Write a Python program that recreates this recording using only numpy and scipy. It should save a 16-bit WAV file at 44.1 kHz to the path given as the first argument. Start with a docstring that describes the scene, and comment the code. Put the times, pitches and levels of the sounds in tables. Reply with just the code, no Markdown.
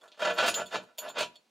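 """A steel hand tool twists to and fro in a hole in a steel plate, held in a bench vise in a small workshop.
Each twist is a rasp of tiny slips that rings the plate and the tool's shank. The loose tool clicks
in its holder, the bench thumps under the hardest twists, and now and then friction locks on to
one mode of the shank in a brief squeal."""
import sys
import numpy as np
from scipy import signal
from scipy.fft import rfft, irfft, next_fast_len
from scipy.io import wavfile

SR = 44100
rng = np.random.default_rng(int(sys.argv[2]) if len(sys.argv) > 2 else 0)


def transcribe(u):
    """Save the signal u as a 16-bit wav file named by the first command-line argument.

    u: samples, shape (n,) or (channels, n), limited to [-1, 1]; the rate is SR.
    q: integer samples, one column per channel.
    """
    v = np.clip(np.atleast_2d(u).T, -1, 1)
    q = np.round(v * 32767).astype(np.int16)
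    wavfile.write(sys.argv[1], SR, q)


N = 66150
TIME_S = np.arange(N) / SR

# Table levels are relative.
# room noise spectrum: freq_hz, density_db
NOISE_SPECTRUM = [(30, -15), (100, -11), (200, 12.5), (500, 10), (1500, 0), (4000, 3), (8000, -6),
                  (15000, -15.5)]
# twists: full_force_s, attack_s, hold_s, level_db, bite_db, hiss_db, plate_db
TWISTS = [(0.018, 0.016, 0.05, -53, -11, 10.5, 1), (0.143, 0.1, 0.013, -61, 3.5, -9.5, -1),
          (0.2, 0.052, 0.012, -41, -2, 0.5, 3), (0.218, 0.028, 0.037, -34.5, -0.5, -5, 7),
          (0.256, 0.025, 0.051, -30.5, -4, -6, 6), (0.359, 0.026, 0.0083, -42, -8, 8, 8),
          (0.387, 0.063, 0.021, -29, 0.5, -7.5, 4.5), (0.425, 0.027, .022, -25, -1.5, -5.5, 3),
          (0.462, 0.0081, .03, -28, 2.5, 3.5, -1.5), (0.577, 0.098, 0.028, -31.5, -7, -0.5, 3.5),
          (0.68, 0.027, 0.018, -64, 10.5, 3, 1), (0.727, 0.048, .014, -38, 0, -3, 6),
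          (0.744, 0.018, 0.012, -25.5, -5.5, -7.5, -0.5), (0.826, 0.045, 0.0087, -50.5, -7.5, 6.5, -5.5),
          (0.887, 0.048, 0.0073, -62, -6.5, -7.5, 8.5), (1.043, 0.11, 0.03, -40, -6, -10, 3),
          (1.076, 0.01, 0.025, -40, -12, -18.5, -6.5), (1.169, 0.053, 0.019, -35.5, -1, -10.5, 6),
          (1.188, 0.024, 0.027, -28, 2.5, -2.5, -4.5), (1.319, 0.05, 0.035, -73, -24, 17, 5.5)]
# rasp spectrum: freq_hz, density_db
RASP_SPECTRUM = [(30, -56.5), (80, -32.5), (135, -22.5), (190, -5), (310, -4.5), (500, 5.5), (700, 3),
                 (1100, 2.5), (1500, 2), (2050, -6), (2700, -3.5), (4000, -8.5), (5500, -14), (8000, -19),
                 (12000, -34.5), (15000, -36)]
# plate modes: pitch_hz
PLATE_HZ = [469, 612, 695, 748, 973, 1106, 1364, 1484, 1721, 1992, 2474, 2722, 2767, 3201, 3580, 3808]
# ring of each plate mode: level_db, t60_s
PLATE_MODES = [(11.5, 0.28), (22.1, 0.08), (16.2, 0.11), (2, 0.098), (17.2, .24), (4.5, 0.14), (18, .11),
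               (16.24, 0.098), (14.8, 0.084), (7.9, 0.063), (13.5, 0.11), (8.75, 0.077), (9.2, 0.035),
               (12, 0.069), (8.8, 0.037), (5.96, 0.069)]
# shank modes: pitch_hz
SHANK_HZ = [3215, 3400, 3550, 4296, 4385, 6196, 6840, 7105, 7633, 8156, 8900, 9790, 10150, 11330, 13090,
            14015, 14290]
# ring of each shank mode: struck_db, t60_s, rubbed_db
SHANK_MODES = [(-13.5, 0.033, -16.5), (1, .06, -5.5), (0, 0.035, -14), (-11, 0.027, 5.5), (-5.5, .13, -8),
               (-28.5, 0.037, 3.5), (0.5, 0.13, 8), (-2, 0.16, 2), (-23, 0.19, -15), (-18.5, 0.13, -5),
               (-4.5, 0.066, -3), (-13, 0.31, -11.5), (-5, 0.029, -12), (-14, 0.24, -12.5), (-9.5, .11, -5),
               (1, 0.11, -11.5), (-5, 0.09, -14)]
# clicks of the loose tool: start_s, low_db, middle_db, top_db, crack_db, plate_db
CLICKS = [(0.012, -59.5, -71.5, -85, -76, -86), (0.079, -60, -64, -96, -55, -66),
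          (0.117, -70, -81, -104, -45, -56), (0.3344, -52, -51.5, -67, -45, -68),
          (0.3835, -28.5, -51, -71, -35, -51), (0.5412, -32.5, -34.5, -48, -30, -50),
          (0.6594, -45.5, -50, -61.5, -65, -53), (0.9775, -54.5, -54.5, -52, -82, -90),
          (0.9832, -35.5, -40.5, -42, -34, -32), (1.0805, -46.5, -60, -84, -37, -34),
          (1.0905, -58, -47, -53, -64, -72), (1.0974, -46, -51.5, -63, -54, -56),
          (1.1864, -39, -39.5, -61, -27.5, -74), (1.3453, -65.5, -82, -86, -65, -74),
          (1.3568, -48, -62, -99, -59, -53)]
# low, middle and top bands of a click: freq_hz
CLICK_BANDS_HZ = [4000, 7000, 14000]
# spectrum of a click's crack: freq_hz, density_db
CRACK_SPECTRUM = [(40, -64), (300, -33.5), (1500, -12), (3400, 2), (5500, -4.5), (10000, -8), (15000, -7)]
# bench thumps: start_s, level_db
THUMPS = [(0.282, -76), (0.39, -68), (0.48, -63), (0.62, -72), (0.76, -75), (1.205, -61)]
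# shank squeals: peak_s, level_db, swell_s, t60_s
SQUEALS = [(0.352, -55, .018, .06), (0.500, -36, 0.0099, 0.097), (0.552, -45, .008, 0.14),
           (0.563, -28.5, 0.023, .16), (0.557, -33.5, 0.01, 0.13)]
# mode of each squeal: pitch_hz
SQUEAL_HZ = [13150, 9790, 14760, 7106, 6831]

SLIPS_PER_S, SLIP_SPREAD_DB = 3500, 4.0
JUDDER_HZ, JUDDER_DB = 67.4, 1.5   # the edge catches and lets go
ATTACK_RISE_DB, RELEASE_DB_PER_S = 42, 502.5
BITE_HZ, HISS_HZ = 1956, 6950   # shelf centres
RASP_DB, PLATE_DB, BOOM_DB = 4, -2.5, -1.5
NOMINAL_BOUNCE_S, BOUNCE_LOSS_DB = 0.0023, 0.5
STRIKE_DB, KNOCK_DB, CRACK_DB = -5.5, -30.5, 2.5
ROOM_DB, SIDE_DB, BALANCE_DB = -19, -16, -1.0   # balance: left minus right
HALF_OCTAVE = np.sqrt(2)


def from_db(db):
    """Decibels to gain."""
    return 10 ** (np.asarray(db) / 20)


def colour(x, spectrum):
    """Minimum-phase filter through (freq_hz, gain_db) points."""
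    size = next_fast_len(2 * N, real=True) // 2 * 2
    hz, db = np.transpose(spectrum)
    bins_hz = np.maximum(np.fft.rfftfreq(size, 1 / SR), 1)
    cepstrum = irfft(np.log(from_db(np.interp(np.log(bins_hz), np.log(hz), db))))
    cepstrum[1:size // 2] *= 2
    cepstrum[size // 2 + 1:] = 0
    return irfft(rfft(x, size) * np.exp(rfft(cepstrum)))[..., :N]


def butter(x, hz, kind, order=2):
    """Butterworth filter."""
    return signal.sosfilt(signal.butter(order, hz, kind, fs=SR, output="sos"), x)


def wander(hz):
    """Low-passed noise, rms 1."""
    slow = butter(rng.standard_normal(N), hz, "low")
    return slow / slow.std()


def decay(start_s, t60_s):
    """Sudden start, exponential fall."""
    return (TIME_S >= start_s) * from_db(-60 * np.maximum(TIME_S - start_s, 0) / t60_s)


def struck(x, hz, t60_s):
    """Mode that rings at height 1 after a unit impulse."""
    radius, angle = from_db(-60 / (t60_s * SR)), 2 * np.pi * hz / SR
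    return signal.lfilter([.5, 0, -.5], [1, -2 * radius * np.cos(angle), radius * radius], x + 1e-18)


def rubbed(x, hz, t60_s):
    """Mode under steady drive, peak gain 1."""
    return (1 - from_db(-120 / (t60_s * SR))) * struck(x, hz, t60_s)


def taps(times_s, db):
    """One impulse at each time."""
    out = np.zeros(N)
    out[(times_s * SR).astype(int)] = from_db(db)
    return out


def reflections(x, delay_s, t60_s, cutoff_hz=5000):
    """Dense, dulled tail of echoes."""
    envelope = decay(delay_s, t60_s)
    tail = butter(rng.standard_normal(N) * envelope, cutoff_hz, "low", order=1)
    return signal.fftconvolve(x, tail / np.linalg.norm(envelope))[:N]


def room_noise(gain_db=-71.5):
    """Faint, steady background."""
    return from_db(gain_db) * colour(rng.standard_normal(N), NOISE_SPECTRUM)


def slips():
    """Dense run of tiny, uneven slips at the cutting edge, rms 1."""
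    sizes = from_db(SLIP_SPREAD_DB * np.minimum(rng.exponential(1, N), 4)) * rng.choice([-1, 1], N)
    run = sizes * (rng.random(N) < SLIPS_PER_S / SR)
    return run / run.std()


def steel_sheen(x, count=70, low_hz=2300, high_hz=15000, t60_s=0.11, gain_db=9):
    """Adds the ring of many minor steel modes scattered over the treble."""
    places = (np.arange(count) + rng.random(count)) / count
    pitches_hz = low_hz * (high_hz / low_hz) ** places
    return x + from_db(gain_db) * sum((-1) ** k * rubbed(x, hz, t60_s) for k, hz in enumerate(pitches_hz))


def twist_rasp():
    """Each twist swells, holds and lets go; its slips rasp and ring the plate and the shank."""
    edge = slips() * from_db(JUDDER_DB * wander(JUDDER_HZ))
    across = edge * rng.choice([-1, 1], N)   # same slips, pushing across the plate
    friction, plate_drive = np.zeros(N), np.zeros(N)
    for full_force_s, attack_s, hold_s, level_db, bite_db, hiss_db, plate_db in TWISTS:
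        attack_db = ATTACK_RISE_DB * np.maximum(full_force_s - TIME_S, 0) / attack_s
        release_db = RELEASE_DB_PER_S * np.maximum(TIME_S - full_force_s - hold_s, 0)
        force = from_db(level_db - attack_db - release_db)
        shelves = [(BITE_HZ / HALF_OCTAVE, 0), (BITE_HZ * HALF_OCTAVE, bite_db),
                   (HISS_HZ / HALF_OCTAVE, bite_db), (HISS_HZ * HALF_OCTAVE, bite_db + hiss_db)]
        drag, push = colour(force * np.array([edge, across]) * rng.choice([-1, 1], N), shelves)
        friction += drag
        plate_drive += from_db(plate_db) * push
    plate = sum((-1) ** k * from_db(db + PLATE_DB) * rubbed(plate_drive, hz, t60_s)
                for k, (hz, (db, t60_s)) in enumerate(zip(PLATE_HZ, PLATE_MODES)))
    shank = sum(from_db(rubbed_db) * rubbed(friction, hz, t60_s)
                for hz, (_, t60_s, rubbed_db) in zip(SHANK_HZ, SHANK_MODES))
    # low notes linger round the bench
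    boom = reflections(butter(friction, [167, 454], "band"), delay_s=0.013, t60_s=0.24)
    rasp = steel_sheen(colour(friction, RASP_SPECTRUM))
    return from_db(RASP_DB) * rasp + butter(plate + shank, 210, "high") + from_db(BOOM_DB) * boom


def holder_clicks():
    """The tool bounces in its holder: four touches on the shank, a softened plate knock, a crack."""
    starts_s, low_db, middle_db, top_db, cracks_db, plate_db = np.transpose(CLICKS)
    bands_db = np.transpose([low_db, middle_db, top_db])
    touches_s = [starts_s + NOMINAL_BOUNCE_S * k * rng.uniform(0.76, 1.8, len(CLICKS)) for k in range(4)]
    shank, cracks = np.zeros(N), np.zeros(N)
    for hz, (struck_db, t60_s, _) in zip(SHANK_HZ, SHANK_MODES):
        hit_db = np.array([np.interp(hz, CLICK_BANDS_HZ, row) for row in bands_db]) + struck_db + STRIKE_DB
        hits = sum(taps(at_s, hit_db - BOUNCE_LOSS_DB * k) for k, at_s in enumerate(touches_s))
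        shank += struck(hits, hz, t60_s)
    knock = sum((-1) ** k * struck(taps(starts_s, plate_db + db + KNOCK_DB), hz, t60_s)
                for k, (hz, (db, t60_s)) in enumerate(zip(PLATE_HZ, PLATE_MODES)))
    grit = slips()
    for start_s, crack_db, row in zip(starts_s, cracks_db, bands_db):
        ring_tilt = list(zip(CLICK_BANDS_HZ, row - row[0]))
        cracks += from_db(crack_db + CRACK_DB) * colour(grit * decay(start_s, t60_s=0.041), ring_tilt)
    return shank + butter(knock, [450, 900], "band") + steel_sheen(colour(cracks, CRACK_SPECTRUM))


def bench_thumps(centre_hz=91, t60_s=0.34):
    """The bench gives under the vise: dull bursts of rumble."""
    rumble = butter(rng.standard_normal(N), [centre_hz / HALF_OCTAVE, centre_hz * HALF_OCTAVE], "band")
    blows = sum(from_db(level_db) * decay(start_s, t60_s) for start_s, level_db in THUMPS)
    return butter(blows, centre_hz / 2, "low") * rumble / rumble.std()


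def shank_squeals():
    """Friction locks on to one shank mode, which swells and rings out."""
    out = np.zeros(N)
    for hz, (peak_s, level_db, swell_s, t60_s) in zip(SQUEAL_HZ, SQUEALS):
        rise = np.clip((TIME_S - peak_s) / swell_s + 1, 0, 1)
        envelope = np.where(TIME_S < peak_s, rise, decay(peak_s, t60_s))
        out += from_db(level_db) * envelope * np.sin(2 * np.pi * hz * TIME_S)
    return out


def scene():
    """Tool, plate and bench, close and nearly central in a quiet room; stereo."""
    direct = twist_rasp() + holder_clicks() + bench_thumps() + shank_squeals()
    room = np.array([reflections(direct, delay_s=0.006, t60_s=0.42) for _ in range(2)])
    mid = direct + room_noise()
    # near reflections off the bench
    side = from_db(SIDE_DB) * reflections(butter(mid, 700, "high", order=1), delay_s=0.0004, t60_s=0.027)
    left = (mid + side) * from_db(BALANCE_DB / 2)
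    right = (mid - side) * from_db(-BALANCE_DB / 2)
    return np.array([left, right]) + from_db(ROOM_DB) * room


def record(dry):
    """Steep low-pass at 15.8 kHz."""
    return signal.sosfilt(signal.ellip(10, .1, 80, 15800, fs=SR, output="sos"), dry)


dry = scene()
out = record(dry)
transcribe(out)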